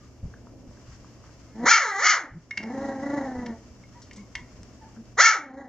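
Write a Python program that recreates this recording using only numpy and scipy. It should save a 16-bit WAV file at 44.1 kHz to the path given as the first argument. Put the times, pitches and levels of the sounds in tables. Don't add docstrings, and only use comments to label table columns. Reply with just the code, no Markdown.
import sys
import numpy as np
from scipy import signal
from scipy.fft import rfft, irfft, next_fast_len
from scipy.io import wavfile
from scipy.ndimage import uniform_filter1d, minimum_filter1d

SR = 44100
rng = np.random.default_rng(int(sys.argv[2]) if len(sys.argv) > 2 else 0)


def dump(signal):
    limited = np.clip(np.atleast_2d(signal).T, -1, 1)
    pcm = np.round(limited * 32767).astype(np.int16)
    wavfile.write(sys.argv[1], SR, pcm)


N = 250527


def from_db(db):
    return 10 ** (np.asarray(db) / 20)


def rms_one(x):
    return x / np.sqrt(np.mean(x ** 2) + 1e-20)


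def at_hz(points, hz):
    points = np.array([p for p in points if p[0] > 0])
    return np.interp(np.log(np.maximum(hz, 1)), np.log(points[:, 0]), points[:, 1])


def drift(rate_hz, size):
    r = np.exp(-2 * np.pi * rate_hz / SR)
    noise = rng.standard_normal(size + SR)
    settled = signal.lfilter([1], [1, -2 * r, r * r], noise)[SR:]
    return rms_one(settled)


def coloured(x, spectrum):
    size = next_fast_len(x.shape[-1])
    gain = from_db(at_hz(spectrum, np.fft.rfftfreq(size, 1 / SR)))
    return irfft(rfft(x, size) * gain, size)[..., :x.shape[-1]]


def ring(clicks, hz, t60):
    r, w = from_db(-60 / (t60 * SR)), 2 * np.pi * hz / SR
    return signal.lfilter([0, np.sin(w)], [1, -2 * r * np.cos(w), r * r], clicks + 1e-18)


# (f/Hz, likeness 0-1)
LEFT_RIGHT_LIKENESS = [(60, 0.93), (160, 0.83), (420, 0.85), (1090, 0.83), (2870, 0.19), (7560, 0.088)]


def murmur(spectrum, level_db, patchy_db):
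    hz = np.geomspace(20, 16000, 30)
    alike = np.clip(at_hz(LEFT_RIGHT_LIKENESS, hz), 0, .999)
    mid, side = coloured(rng.standard_normal((2, N)), spectrum)
    side_db = 10 * np.log10((1 - alike) / (1 + alike))
    side = coloured(side, list(zip(hz, side_db)))
    stereo = rms_one(mid + side * [[1], [-1]])
    return from_db(level_db + patchy_db * drift(12, N)) * stereo


# (f/Hz, relative level/dB per Hz)
RUMBLE_COLOUR = [(12, -27.5), (20, -11.5), (70, 3.5), (124, -6), (146, -8.5), (200, -4), (260, -31.5),
                 (440, -120)]


def rumble():
    return murmur(RUMBLE_COLOUR, -52.5, patchy_db=1.0)


# (f/Hz, relative level/dB per Hz)
DULL_COLOUR = [(120, -41), (200, -9), (242, 0.5), (400, -10.5), (633, -11.5), (1000, -26), (1300, -76.5),
               (2200, -120)]
BRIGHT_COLOUR = [(590, -26.5), (1000, -1.5), (1510, -6.5), (2270, -9), (2520, -2.5), (2790, -9.5),
                 (3820, -18.5), (5270, -7.5), (6970, -11), (8010, -17), (10400, -41.5), (17600, -120)]
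# (t/s, dull level/dB, bright level/dB), before the small wander
NOISE_LEVELS = [(0, -57.5, -61.5), (.55, -50.5, -63), (.86, -54.5, -59.5), (.93, -57.5, -55),
                (.99, -54, -58.5), (1.5, -54.5, -60), (2.999, -52.5, -57), (4.1, -55, -61), (4.6, -54, -57),
                (5.68, -56, -67)]


def background_noise():
    s, *levels = np.transpose(NOISE_LEVELS)
    dull_db, bright_db = [np.interp(np.arange(N) / SR, s, c) for c in levels]
    dull = murmur(DULL_COLOUR, dull_db, patchy_db=-0.3)
    return dull + murmur(BRIGHT_COLOUR, bright_db, patchy_db=1.3)


def house_hum():
    return from_db(-53 + 0.5 * drift(9, N)) * np.sin(2 * np.pi * 119 * np.arange(N) / SR)


def soft_notes(rows):
    out = np.zeros(N)
    for s, peak_db, hz, length, second_db in rows:
        size = int(length * SR)
        pitch = hz * np.linspace(1.008, .992, size) * (1 + 0.027 * drift(90, size))
        phase = 2 * np.pi * np.cumsum(pitch) / SR
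        note = np.sin(phase) + from_db(second_db) * np.sin(2 * phase)
        swell = np.hanning(size) ** 0.15
        out[int(s * SR):][:size] += from_db(peak_db) * swell * note
    return out


# (t/s, first tone's peak level/dB, f/Hz, length/s, second tone's level/dB relative to the first)
SOFT_NOTES = [(.01, -62, 1220, 0.04, -24.5), (2.346, -29, 168.3, 0.041, -17),
              (3.944, -57.5, 946, 0.044, -4), (4.17, -38, 204, 0.065, -23), (4.178, -57, 1068, 0.026, 3.5),
              (4.354, -50.5, 1000, 0.039, 0), (4.811, -48, 869, 0.052, -15.5),
              (4.964, -38, 225.5, 0.052, -18.5)]
TOY_ROW = 5


def whimpers():
    return soft_notes([row for k, row in enumerate(SOFT_NOTES) if k != TOY_ROW])


def room(x):
    t = np.arange(SR // 2) / SR
    fade = from_db(-60 * t / 0.3) * (t > .004)
    mid, side = rng.standard_normal((2, len(t))) * fade
    side = signal.sosfilt(signal.butter(1, 3000, "high", fs=SR, output="sos"), side)
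    band = signal.butter(1, [550, 5000], "band", fs=SR, output="sos")
    tail = signal.sosfilt(band, mid + 0.29 * side * [[1], [-1]])
    dull = signal.sosfilt(signal.butter(2, 2500, fs=SR, output="sos"), tail)
    tail = dull + (tail - dull) * from_db(-60 * t / 0.86)
    tail /= np.sqrt(np.sum(tail ** 2) / 2)
    return signal.fftconvolve(x[None], tail, axes=1)[:, :N]


# (t/s, push level/dB before its rise and fade, f/Hz)
BOARD_THUMPS = [(0.227, -23, 91.5), (0.669, -35.5, 76), (0.877, -35, 74), (2.31, -27, 110.3),
                (3.361, -31.5, 79), (4.393, -37.5, 74.4), (4.586, -35.5, 93.3)]


def thumps():
    out, t = np.zeros(N + SR), np.arange(SR // 2) / SR
    rise_s, t60_s = 0.0049, 0.22
    for s, push_db, hz in BOARD_THUMPS:
        push = (1 - np.exp(-t / rise_s)) ** 2 * from_db(-60 * t / t60_s)
        tone = np.sin(2 * np.pi * hz * t + 1.33 * drift(49, len(t)))
        out[int(s * SR):][:len(t)] += from_db(push_db) * push * tone
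    return out[:N]


# (t/s, peak level/dB, centre f/Hz, decay of the noise/s)
PAW_PATS = [(0.3386, -40, 1540, 0.0022), (0.469, -43.5, 1220, 0.0057), (.7098, -49, 1120, 0.0038),
            (0.772, -47.5, 1510, .004), (0.919, -47, 1740, 0.016), (1.045, -43, 1240, 0.0018),
            (1.2384, -43.5, 1080, 0.0067), (1.292, -46, 1320, 0.0036), (4.018, -41, 5830, 0.022),
            (4.131, -40.5, 6100, 0.0089), (4.1606, -41.5, 6860, 0.022), (4.6318, -34.5, 6000, 0.00089),
            (4.964, -48, 1510, .008), (5.055, -50, 5620, 0.00374)]


def pats():
    out, t = np.zeros(N + SR), np.arange(SR // 2) / SR
    for s, peak_db, hz, decay in PAW_PATS:
        burst = rng.standard_normal(len(t)) * np.exp(-t / decay)
        pat = ring(ring(burst, hz, 4 / hz), hz, 4 / hz)
        out[int(s * SR):][:len(t)] += from_db(peak_db) * pat / np.abs(pat).max()
    return out[:N]


# (f/Hz, relative level/dB)
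SHUT_THROAT = [(88, -38.5), (150, 10), (265, 15), (400, 0.5), (577, -2), (671, -6), (861, -6),
               (1160, -22.5), (1340, -28.5), (1600, -25.5), (1950, -17.5), (2620, -73.5), (4110, -40.5),
               (4620, -66), (6660, -42.5), (8000, -52)]
OPEN_THROAT = [(180, -61), (450, -36), (900, -23), (1100, -17), (1340, -0.5), (1560, -9.5), (1850, -8.5),
               (2200, -4), (2600, -16), (3400, -22), (3880, -25.5), (4180, -18), (4600, -17.5), (6160, -12),
               (6970, -15), (8000, -45.5)]
# (f/Hz, mouth opening 0-1, throb depth 0-1 before each call's share, breath level/dB,
#  period doubling 0-1, jitter as a share of pitch)
VOICE_REGISTERS = [(210, 0.08, 0.58, -7.5, 0.4, 0.021), (304, 0.24, .95, -17, .25, .014),
                   (381.6, 0.53, 0.5, -27, .05, 0.0082), (850, 0.99, 0.21, -17.5, .06, .013)]
# (start t/s, end t/s)
VOICE_CRACKS = [(1.713, 1.782), (2.045, 2.145), (5.24, 5.302)]
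CRACK_EDGE_S, CRACK_BREATH_DB, CRACK_DOUBLING, CRACK_JITTER = 0.0082, -6.5, 1.1, .028
THROB_HZ, THROB_PEAK_S = 27.9, 2.747
THROB_BEND = -.025
OTHER_THROB = .75


def voice(rows, throb_share, count=60):
    s, *columns = np.transpose(rows)
    at = np.arange(int(s[0] * SR), min(int(s[-1] * SR), N))
    t = at / SR
    pitch, level_db = [np.interp(t, s, c) for c in columns]

    cracked = sum(np.clip(np.minimum(t - start, end - t) / CRACK_EDGE_S + .5, 0, 1)
                  for start, end in VOICE_CRACKS)
    steps_hz, *laws = np.transpose(VOICE_REGISTERS)
    mouth, throb = [np.clip(np.interp(pitch, steps_hz, law), 0, 1) for law in laws[:2]]
    rough_values = (CRACK_BREATH_DB, CRACK_DOUBLING, CRACK_JITTER)
    breath_db, doubling, jitter = [np.interp(pitch, steps_hz, law) * (1 - cracked) + rough * cracked
                                   for law, rough in zip(laws[2:], rough_values)]

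    throb = throb * throb_share
    flutter = np.cos(2 * np.pi * THROB_HZ * (t - THROB_PEAK_S) + .2 * drift(3.5, len(at)))
    pitch = pitch * (1 + jitter * drift(150, len(at)) + THROB_BEND * throb * flutter)
    turns = np.cumsum(pitch) / SR

    tone = np.zeros(len(at))
    for order in np.arange(1, count + 1) / 2:
        hz = order * pitch
        throat_db = mouth * at_hz(OPEN_THROAT, hz) + (1 - mouth) * at_hz(SHUT_THROAT, hz)
        share = 1 if order % 1 == 0 else doubling
        waver_db = np.interp(at, at[::350], rng.normal(0, 2.0, len(at[::350])))
        height = share * from_db(throat_db + waver_db) * (hz < 8500)
        tone += height * np.cos(2 * np.pi * order * turns + .7 * order ** 2)
    tone /= np.sqrt(uniform_filter1d(tone ** 2, size=900) + 1e-12)

    puffs = rng.standard_normal(len(at)) * (1 + 2.8 * np.cos(2 * np.pi * turns))
    open_breath = mouth * rms_one(coloured(puffs, OPEN_THROAT))
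    shut_breath = (1 - mouth) ** 2 * rms_one(coloured(puffs, SHUT_THROAT))
    breath = open_breath + shut_breath

    call = (tone + from_db(breath_db) * breath) * (1 - throb * (1 - flutter) / 2)
    call *= from_db(1.2 * drift(70, len(at)))
    out = np.zeros(N)
    out[at] = from_db(level_db) * call * np.minimum(1, (at - at[0]) / 400)
    return out


# (t/s, f/Hz, level/dB before throb and waver)
FAINT_WHINE = [(1.405, 421, -72), (1.44, 421, -65), (1.58, 434, -62), (1.64, 443, -56)]


def whine():
    return voice(FAINT_WHINE, OTHER_THROB)


# (t/s, f/Hz, level/dB before throb and waver)
DOUBLE_YAP = [(1.54, 210, -47.5), (1.585, 224.6, -37), (1.644, 252.5, -26), (1.662, 418, -17),
              (1.69, 773.7, -9.5), (1.715, 923.5, -3.5), (1.765, 882, -4.5), (1.80, 630, -13),
              (1.86, 441.8, -14.5), (1.93, 382.4, -21.5), (1.985, 401.5, -17), (2.03, 638.2, -13.5),
              (2.065, 837, -7), (2.105, 873, -9), (2.146, 631.6, -13.5), (2.19, 407.3, -29.5),
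              (2.25, 280.4, -33.5), (2.3, 248.8, -47)]


def double_yap():
    return voice(DOUBLE_YAP, OTHER_THROB)


# (t/s, ring level/dB, crack level/dB, length of the contact/s)
TOY_CONTACTS = [(2.509, -32, -53, .012), (2.574, -26.5, -31, .012), (2.631, -37.5, -54, 0.0072),
                (3.461, -51.5, -39, .006), (3.836, -62, -65, .004), (4.1109, -48, -52, .003),
                (4.3528, -37.5, -32.5, 0.00209)]
# (f/Hz, level/dB added to the ring level, time to fade 60 dB/s)
TOY_TONES = [(1030, -20, .1), (1750, -8, .008), (1950, -7, .025), (2160, -2, .08), (2230, -7, .03),
             (2750, -6, .022), (3670, -14, .012), (4700, -9, .008), (5400, -7, .012)]


def ticks():
    slips = 5
    s, ring_db, crack_db, length = np.transpose(TOY_CONTACTS)
    later = rng.random((len(s), slips)) * (np.arange(slips) > 0)
    at = ((s[:, None] + length[:, None] * later) * SR).astype(int)
    spread_db = rng.normal(0, 2.4, (len(s), slips, len(TOY_TONES)))
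    out, clicks = np.zeros(N), np.zeros(N)
    for k, (hz, level_db, t60) in enumerate(TOY_TONES):
        clicks[at] = from_db(ring_db[:, None] + level_db + spread_db[..., k])
        out += ring(clicks, hz, t60)
    clicks[at] = from_db(crack_db[:, None] - 16 * later)
    fading = signal.lfilter([1], [1, -np.exp(-1 / (.003 * SR))], clicks)
    crack = fading * rng.standard_normal(N)
    out += coloured(crack, [(1000, -10), (2000, 9.5), (2900, 5), (3900, -1.5), (5500, 4), (8000, -9)])
    return signal.sosfilt(signal.butter(2, [1000, 8000], "band", fs=SR, output="sos"), out)


# (t/s, f/Hz, level/dB before throb and waver)
LONG_GROWL = [(2.57, 202.2, -41.5), (2.682, 227.8, -30.5), (2.734, 268.8, -31.5), (2.86, 277.8, -26.5),
              (2.986, 263.8, -33.5), (3.044, 281.5, -27.5), (3.17, 289.3, -25), (3.29, 256.4, -32),
              (3.45, 244.9, -32.5), (3.52, 221, -33), (3.58, 216, -75)]


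def growl():
    return voice(LONG_GROWL, 0.86)


# (t/s, f/Hz, level/dB before throb and waver)
SECOND_GROWL = [(2.62, 220, -56), (2.72, 222, -42), (2.9, 224, -41), (3.1, 226, -45), (3.45, 226, -45),
                (3.56, 220, -65)]


def low_growl():
    return voice(SECOND_GROWL, OTHER_THROB, count=16)


def toy_ring():
    return soft_notes([SOFT_NOTES[TOY_ROW]])


# (t/s, f/Hz, level/dB before throb and waver)
FINAL_YAP = [(5.165, 298.2, -49), (5.182, 426.8, -21.5), (5.197, 563.6, -8.5), (5.21, 754.6, -5.5),
             (5.226, 875.5, -7), (5.257, 914.2, -1), (5.298, 878, -6), (5.32, 750.7, -12.5),
             (5.335, 648.3, -10.5), (5.355, 432.5, -19), (5.391, 307.6, -29), (5.5, 258.1, -31),
             (5.599, 281.7, -28.5), (5.68, 245, -36.5)]


def last_yap():
    return voice(FINAL_YAP, OTHER_THROB)


def scene():
    calls = growl() + low_growl() + double_yap() + last_yap() + whine() + whimpers()
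    clear = calls + toy_ring()
    contacts = ticks() + pats() + thumps()
    muffled = from_db(-7) * contacts
    echoes = from_db(-6) * room(clear + muffled)
    background = rumble() + background_noise() + house_hum()
    return clear + contacts + echoes + background


# (f/Hz, left minus right level/dB)
PORT_LEVELS = [(100, .2), (1000, .1), (2500, -.3), (4000, 1.5), (5000, 3.5), (6000, 4.5), (7500, 3)]
# (f/Hz, phase by which left leads/radians)
PORT_LEADS = [(0, 0), (3450, 0.38), (3700, 0.6), (5600, 1), (5940, 1.24), (6980, 0.95), (7240, 1.7),
              (7750, 5.5)]
NOTCH_HZ, NOTCH_WIDTH_HZ = 2515, 260
DUCK_ABOVE_DB, DUCK_SHARE = -23, 0.61
DUCK_ATTACK_S, DUCK_HOLD_S, DUCK_RELEASE_DB_PER_S = 0.018, .12, 39


def record(dry):
    size = next_fast_len(N + SR)
    hz = np.fft.rfftfreq(size, 1 / SR)
    balance = at_hz(PORT_LEVELS, hz) * np.log(10) / 20
    lead = np.interp(hz, *np.transpose(PORT_LEADS))
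    half = (balance + 1j * lead) / 2
    x = irfft(rfft(dry, size) * np.exp(half * [[1], [-1]]), size)[:, :N]
    x = signal.lfilter(*signal.iirnotch(NOTCH_HZ, NOTCH_HZ / NOTCH_WIDTH_HZ, fs=SR), x)
    x = signal.sosfilt(signal.butter(8, 7600, fs=SR, output="sos"), x)
    x = x + from_db(-78) * rng.standard_normal(x.shape)

    power = uniform_filter1d(np.mean(x ** 2, axis=0), size=441)
    level_db = 10 * np.log10(power + 1e-12)
    hold = int(DUCK_HOLD_S * SR)
    held_db = -minimum_filter1d(-level_db, size=hold, origin=(hold - 1) // 2)
    ramp_db = DUCK_RELEASE_DB_PER_S * np.arange(N) / SR
    followed_db = np.maximum.accumulate(held_db + ramp_db) - ramp_db
    over_db = np.maximum(followed_db - DUCK_ABOVE_DB, 0)
    attack = np.exp(-1 / (DUCK_ATTACK_S * SR))
    x = x * from_db(-DUCK_SHARE * signal.lfilter([1 - attack], [1, -attack], over_db))

    x = x / (1 + (x / .95) ** 8) ** (1 / 8)
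    return signal.sosfilt(signal.cheby2(12, 60, 15750, fs=SR, output="sos"), x)


dry = scene()
out = record(dry)
dump(out)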